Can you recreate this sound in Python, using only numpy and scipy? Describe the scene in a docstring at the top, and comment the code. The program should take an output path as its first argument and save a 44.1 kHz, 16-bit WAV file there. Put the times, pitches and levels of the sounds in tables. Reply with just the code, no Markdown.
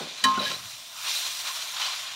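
"""Stir-frying in a steel wok

Shredded vegetable sizzles in oil, swelling whenever it is turned onto hot metal: random clicks, filtered.
A metal spatula clanks on the wok, chatters and scrapes under the heap: decaying modes and rough slips.
Oil spits in single short pops, and the wok rumbles on its stand over low burner and kitchen air."""
import sys
import numpy as np
from scipy import signal
from scipy.io import wavfile
from scipy.ndimage import uniform_filter1d

SR = 44100
rng = np.random.default_rng(int(sys.argv[2]) if len(sys.argv) > 2 else 0)


def transcribe(signal):
    """Save signal, clipped to [-1, 1], as a 16-bit WAV file at the path in sys.argv[1]."""
    frames = np.atleast_2d(signal).T
    limited = np.clip(frames, -1, 1)
    pcm = np.round(limited * 32767).astype(np.int16)
    wavfile.write(sys.argv[1], SR, pcm)


N = 94815
T = np.arange(N) / SR  # seconds

# Burner and kitchen air. 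Each row: frequency in Hz, relative density in dB per Hz.
AIR_SPECTRUM = [(15, -67), (25, -24), (54, -21), (91, -36), (118, -16), (176, -21.5), (283, -16.5),
                (508, -30), (592, -12.5), (700, -6.5), (910, -45), (1540, -120)]
AIR_DB = -63

# Knocking of the wok as it shifts on its stand. Each row: time in seconds, level in dB.
KNOCK_LEVEL = [(0.0, -31.5), (0.034, -41.5), (0.138, -57), (0.216, -62), (0.248, -39.5), (0.268, -39),
               (0.358, -54.5), (0.382, -37.5), (0.44, -43.5), (0.476, -60), (0.518, -43), (0.728, -80),
               (0.748, -78), (0.8, -78)]
# Spectrum of that knocking. Each row: frequency in Hz, relative density in dB per Hz.
KNOCK_SPECTRUM = [(24, -28), (40, -37), (166, -5.5), (334, -10.5), (595, -7.5), (869, -15), (1060, -14),
                  (1140, -28), (1500, -19), (1950, -82), (3300, -120)]
# Deepest part of the rocking. Each row: time in seconds, level in dB.
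THUD_LEVEL = [(0.2, -70), (0.268, -72), (0.374, -52), (0.394, -57), (0.468, -55), (0.662, -54.5),
              (0.7, -69), (0.802, -62.5), (0.85, -81)]
THUD_HZ, THUD_WIDTH_HZ = 113.4, 78

# Spatula edge scraping the steel. Each row: time in seconds, level in dB.
SCRAPE_LEVEL = [(.34, -62), (.385, -53), (.40, -38.5), (.43, -35.5), (.47, -34), (.52, -36.5), (.56, -43),
                (.60, -64), (.64, -91)]
# Spectrum of the slips. Each row: frequency in Hz, relative density in dB per Hz.
SLIP_SPECTRUM = [(300, -11.5), (600, -10), (1050, -16), (1900, -10), (3000, -3), (4000, -1.5),
                 (5800, -11.5), (8000, -30), (12000, -24), (20000, -68)]
SLIPS_PER_S, SLIP_SPREAD_DB = 2000, 2.6
SCRAPE_RING_DB, SCRAPE_WIDTH_HZ = -3, 2.87 / 0.15  # ring against hiss; bandwidth of each damped mode

# Modes of wok and spatula. Each entry: frequency in Hz.
MODE_HZ = [178, 205, 258, 540, 592, 915, 1060, 1261, 1357, 1450, 1672, 1835, 1906, 2452, 2995, 3078, 3890,
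           3940, 4085, 4570, 5090, 5485, 5770, 6130, 6900, 8100, 9900, 11800]
# The same modes in order. Each row: relative level in dB, free 60 dB decay time in seconds.
MODE_RINGING = [(-38, 0.24), (-16.5, 0.61), (-6, 0.29), (-29, .2), (-30, 0.23), (-11, 0.42), (2, 0.66),
                (-17.5, 1), (-18, 0.32), (-16, 0.081), (-7.5, 0.21), (-1, 0.062), (-7.5, .1), (-12.5, 0.13),
                (-6.5, 0.18), (-9, 0.21), (-9.5, 0.25), (-2.5, 0.14), (-16, 0.25), (-9, 0.11), (-18, 0.11),
                (-15, .1), (-15, 0.14), (-18, 0.11), (-7.5, 0.059), (-7, 0.048), (-15.5, 0.078), (-23, .06)]
# Blows, the first square on. Each row: start in seconds, level in dB, frequency rung best in Hz,
# share of the free decay time, rise time constant in seconds.
BLOWS = [(0.2391, -13.5, 1510, 0.81, 0.00085), (.355, -22, 2940, 0.68, 0.0063),
         (.376, -17.5, 203, 0.37, 0.0012), (0.375, -1.5, 1470, 0.52, .004),
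         (0.391, -19, 3960, 0.65, 0.0046), (.405, -1.5, 560, 0.39, 0.0032), (.432, -1.5, 580, 0.56, 0.0024),
         (.443, -14.5, 3870, 0.46, 0.0043), (.459, -11, 1640, .5, 0.0071),
         (0.509, -34.5, 1060, 0.32, 0.0013), (.511, -16.5, 1370, 0.44, 0.00083),
         (.54, -17.5, 4085, .5, 0.0056), (1.158, -11.5, 4085, 0.39, 0.0054), (1.5, -30.5, 1060, 0.12, .004),
         (1.82, -14.5, 3160, 0.8, 0.0028), (1.854, -14.5, 4540, 0.96, 0.007),
         (1.878, -29.5, 1060, 0.17, 0.0038), (2.03, -35.5, 1060, 0.17, 0.0035)]
# Distance in octaves at which a mode is rung 6 dB less; dull blows are those aimed below DULL_BELOW_HZ.
SQUARE_OCT, GLANCING_OCT, DULL_OCT, DULL_BELOW_HZ = 4.0, 0.07, 0.3, 700
SLOW_RISE_S, SLOW_BELOW_HZ = 0.024, 1220  # after the square blow the low modes swell in slowly
PRESS_S, PRESS_DB_PER_S = 0.43, 80  # the spatula pressing under the food damps the blows' ringing

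# Noise crack of the square blow. Each row: frequency in Hz, relative density in dB per Hz.
CRACK_SPECTRUM = [(500, -22), (1800, 0.5), (4000, -3.5), (8000, -7), (15700, -22)]
CRACK_DB, CRACK_RISE_S, CRACK_T60_S = -21, 0.00104, 0.08

# Loud single pops of oil. Each row: centre in seconds, envelope peak in dB, frequency in Hz.
SPITS = [(.819, -33, 4000), (.963, -30, 4000), (1.8198, -12, 2800), (1.9425, -22, 3000)]

# Course of the sizzle. Each row: time in seconds, level in dB, treble gain in dB, low-mid gain in dB.
SIZZLE = [(0, -38.5, -8, 8.5), (.11, -39.5, -10, -1), (.23, -39, -8.5, 4), (.36, -36, -10, 15.5),
          (.5, -38, -1, 8), (.6, -42, 0, 7), (.7, -41, 1, 2.5), (.86, -45, 0, -2), (.96, -44, 5, 8.5),
          (1.04, -37, 1.5, 6.5), (1.09, -31, -1.5, 2), (1.18, -30.5, 0.5, -3), (1.26, -33, -1, 0.5),
          (1.33, -36, 1, -2), (1.43, -36, 0, 1), (1.48, -31, -2, 8), (1.53, -35, 1.5, 5),
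          (1.62, -34.5, -2.5, 4.5), (1.72, -38, 0.5, 3.5), (1.77, -34, -4, 11.5), (1.83, -30, -7, 7.5),
          (1.89, -30.5, -10, 0.5), (1.93, -33.5, -6.5, 7.5), (2.0, -35.5, -4, 5), (2.1, -38.5, -6, 6),
          (2.15, -37.5, -5.5, 4)]
# Spectrum of bursting bubbles. Each row: frequency in Hz, relative density in dB per Hz.
FRY_SPECTRUM = [(180, -73.5), (300, -28), (510, -25.5), (592, -15), (734, -14.5), (1040, -10), (1600, -9.5),
                (1760, -10.5), (2850, -5), (4040, -1.5), (4530, -5.5), (5910, -6.5), (10900, -17.5),
                (11800, -18), (15700, -19)]
# Bowl resonances under the food. Each row: frequency in Hz, bandwidth in Hz, relative level in dB.
BOWL_MODES = [(1040, 19, -5.5), (2414, 42, -0.5), (3330, 66, -5), (3606, 54, 4), (4085, 24, 6),
              (5840, 70, 2), (7050, 63, 0.5), (8895, 100, 0), (11660, 95, -5)]
POPS_PER_S, POP_SPREAD_DB = 8100, 1
BOWL_DB, RINGS_DB = -10, -8  # against the bubbles
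RINGS_PER_S, RING_SPREAD_DB, RING_WIDTH_HZ = 2500, 2.2, 1.45 / 0.2  # bandwidth at 3 kHz
TREBLE_HZ, MIDS_FROM_HZ, MIDS_HZ = 7400, 740, 1700  # edges of the two moving bands
PATCH_DB, FLICKER_DB = 1, 0.8

EDGE_HZ = 15780  # upper band limit


def amp(db):
    """Decibel law: twenty decibels make a factor of ten in amplitude."""
    return 10 ** (np.asarray(db) / 20)


def evened(x):
    """Normalisation to unit root-mean-square."""
    return x / np.sqrt(np.mean(x ** 2) + 1e-20)


def curve(rows, col=1):
    """Linear interpolation of one column of a time table at every sample."""
    rows = np.array(rows)
    return np.interp(T, rows[:, 0], rows[:, col], right=rows[-1, col])


def colour(x, points):
    """Minimum-phase filtering: the Hilbert transform of log gain supplies a causal phase."""
    f, db = np.transpose(points)
    hz = np.abs(np.fft.fftfreq(8192, 1 / SR)) + 1
    # Two octaves below the first point the gain is 40 dB lower.
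    gain_db = np.interp(np.log(hz), np.log(np.r_[f[0] / 4, f]), np.r_[db[0] - 40, db])
    log_gain = gain_db * np.log(10) / 20
    taps = np.fft.ifft(np.exp(log_gain - 1j * signal.hilbert(log_gain).imag)).real[:4096]
    return signal.oaconvolve(x, taps)[:len(x)]


def resonate(x, hz, width):
    """Damped resonance: one complex pole, about unit gain at its centre, bandwidth in Hz."""
    r = np.exp(-np.pi * width / SR)
    return 2 * signal.lfilter([1 - r], [1, -r * np.exp(2j * np.pi * hz / SR)], x).real


def clicks(per_s, spread_db):
    """Random impulse train: independent arrivals of either sign, a few of them large."""
    arrives = rng.random(N) < per_s / SR
    size = amp(spread_db * np.minimum(rng.exponential(1, N), 6))
    sign = rng.choice([-1., 1.], N)
    return evened(arrives * sign * size)


def room_air():
    """Steady broadband noise: filtered randomness as the low air of burner and kitchen."""
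    noise = rng.standard_normal(N)
    return amp(AIR_DB) * evened(colour(noise, AIR_SPECTRUM + [(20000, -140)]))


def rumble():
    """Rocking contact: dull impulses of wok on stand, with a twice-resonated noise as deep thud."""
    knock = evened(colour(clicks(900, 1.7), KNOCK_SPECTRUM))
    knock = knock * amp(curve(KNOCK_LEVEL + [(.9, -110)]))
    deep = resonate(rng.standard_normal(N), THUD_HZ, THUD_WIDTH_HZ)
    deep = resonate(deep, THUD_HZ, THUD_WIDTH_HZ)
    return knock + evened(deep) * amp(curve([(.15, -90)] + THUD_LEVEL + [(.95, -70.5)]))


def scrape():
    """Rough sliding: the edge slips unevenly over the steel, hissing and ringing damped modes."""
    slips = colour(clicks(SLIPS_PER_S, SLIP_SPREAD_DB), SLIP_SPECTRUM)
    ring = sum(resonate(slips, hz, SCRAPE_WIDTH_HZ) for hz in MODE_HZ)
    return amp(curve(SCRAPE_LEVEL)) * (evened(slips) + amp(SCRAPE_RING_DB) * evened(ring))


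def crack():
    """Impact noise: a brief coloured burst with exponential decay at the square blow."""
    t = np.maximum(T - BLOWS[0][0], 0)
    envelope = np.minimum(t / CRACK_RISE_S, 1) * amp(CRACK_DB - 60 * t / CRACK_T60_S)
    return evened(colour(rng.standard_normal(N), CRACK_SPECTRUM)) * envelope


def blows():
    """Modal excitation: each contact rings the modes near its best frequency, each decaying."""
    out = np.zeros(N)
    phases = rng.random((len(BLOWS), len(MODE_RINGING)))  # in cycles
    for (start, level_db, best_hz, free, rise_s), row in zip(BLOWS, phases):
        square = start == BLOWS[0][0]
        if square:
            spread = SQUARE_OCT
        else:
            spread = DULL_OCT if best_hz < DULL_BELOW_HZ else GLANCING_OCT
        t = np.maximum(T - start, 0)
        damped_db = PRESS_DB_PER_S * np.maximum(T - max(start, PRESS_S), 0)
        for hz, (mode_db, t60), phase in zip(MODE_HZ, MODE_RINGING, row):
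            near_db = -6 * (np.log2(hz / best_hz) / spread) ** 2
            if near_db <= -50:
                continue
            slow_s = square * SLOW_RISE_S / (1 + (hz / SLOW_BELOW_HZ) ** 6)
            rise = 1 - np.exp(-t / (rise_s + slow_s))
            decay = amp(level_db + mode_db + near_db - damped_db - 60 * t / (t60 * free))
            out += decay * rise * np.sin(2 * np.pi * (hz * t + phase))
    return out


def spits():
    """Short wave packets: a Gaussian envelope leaves about one cycle of each loud oil pop."""
    out = np.zeros(N)
    for centre, db, hz in SPITS:
        cycles = (T - centre) * hz
        out += amp(db) * np.exp(-(cycles / 0.77) ** 2) * np.cos(2 * np.pi * cycles + 4.1)
    return out


def rings():
    """Impulse response: bursts on bare steel set off brief rings among many small modes."""
    pitches = np.geomspace(600, 14000, num=90) * rng.uniform(0.96, 1.02, 90)
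    hits = clicks(RINGS_PER_S, RING_SPREAD_DB)
    which = rng.integers(0, len(pitches), N)  # the mode each hit excites
    out = np.zeros(N)
    for k, hz in enumerate(pitches):
        width = RING_WIDTH_HZ * np.sqrt(hz / 3000)
        out += np.sqrt(hz) * resonate(hits * (which == k), hz, width)
    return evened(colour(out, FRY_SPECTRUM))


def sizzle():
    """Dense shot noise: bursting bubbles, patchy in time and pitch, partly ringing the bowl."""
    pops = colour(clicks(POPS_PER_S, POP_SPREAD_DB), FRY_SPECTRUM)
    bowl = sum(amp(db) * evened(resonate(pops, hz, width)) for hz, width, db in BOWL_MODES)
    frying = evened(pops) + amp(BOWL_DB) * evened(bowl) + amp(RINGS_DB) * rings()

    hz, t, z = signal.stft(frying, SR, nperseg=512, noverlap=384)
    patch = uniform_filter1d(rng.standard_normal(z.shape), 8, 0)  # smoothed over frequency
    patch = evened(uniform_filter1d(patch, 20, 1))  # then over time
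    flicker = evened(uniform_filter1d(rng.standard_normal(len(t)), 8))  # all frequencies together
    s, _, treble, mids = np.transpose(SIZZLE)
    high = 1 / (1 + (TREBLE_HZ / (hz + 1)) ** 4)
    low = 1 / (1 + (hz / MIDS_HZ) ** 4) / (1 + (MIDS_FROM_HZ / (hz + 1)) ** 6)
    db = high[:, None] * np.interp(t, s, treble) + low[:, None] * np.interp(t, s, mids)
    z = z * amp(db + PATCH_DB * patch + FLICKER_DB * flicker)
    x = signal.istft(z, SR, nperseg=512, noverlap=384)[1][:N]
    return x * amp(curve(SIZZLE))


def scene():
    """Superposition: all sources add, alike in both channels."""
    mix = room_air() + rumble() + scrape() + crack() + blows() + spits() + sizzle()
    return np.tile(mix, (2, 1))


def record(dry):
    """Band limitation: one microphone, a linear-phase low-pass on both channels."""
    taps = signal.firwin(1023, EDGE_HZ, window=("kaiser", 10), fs=SR)
    return signal.oaconvolve(dry, taps[None], "same")


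dry = scene()
out = record(dry)
transcribe(out)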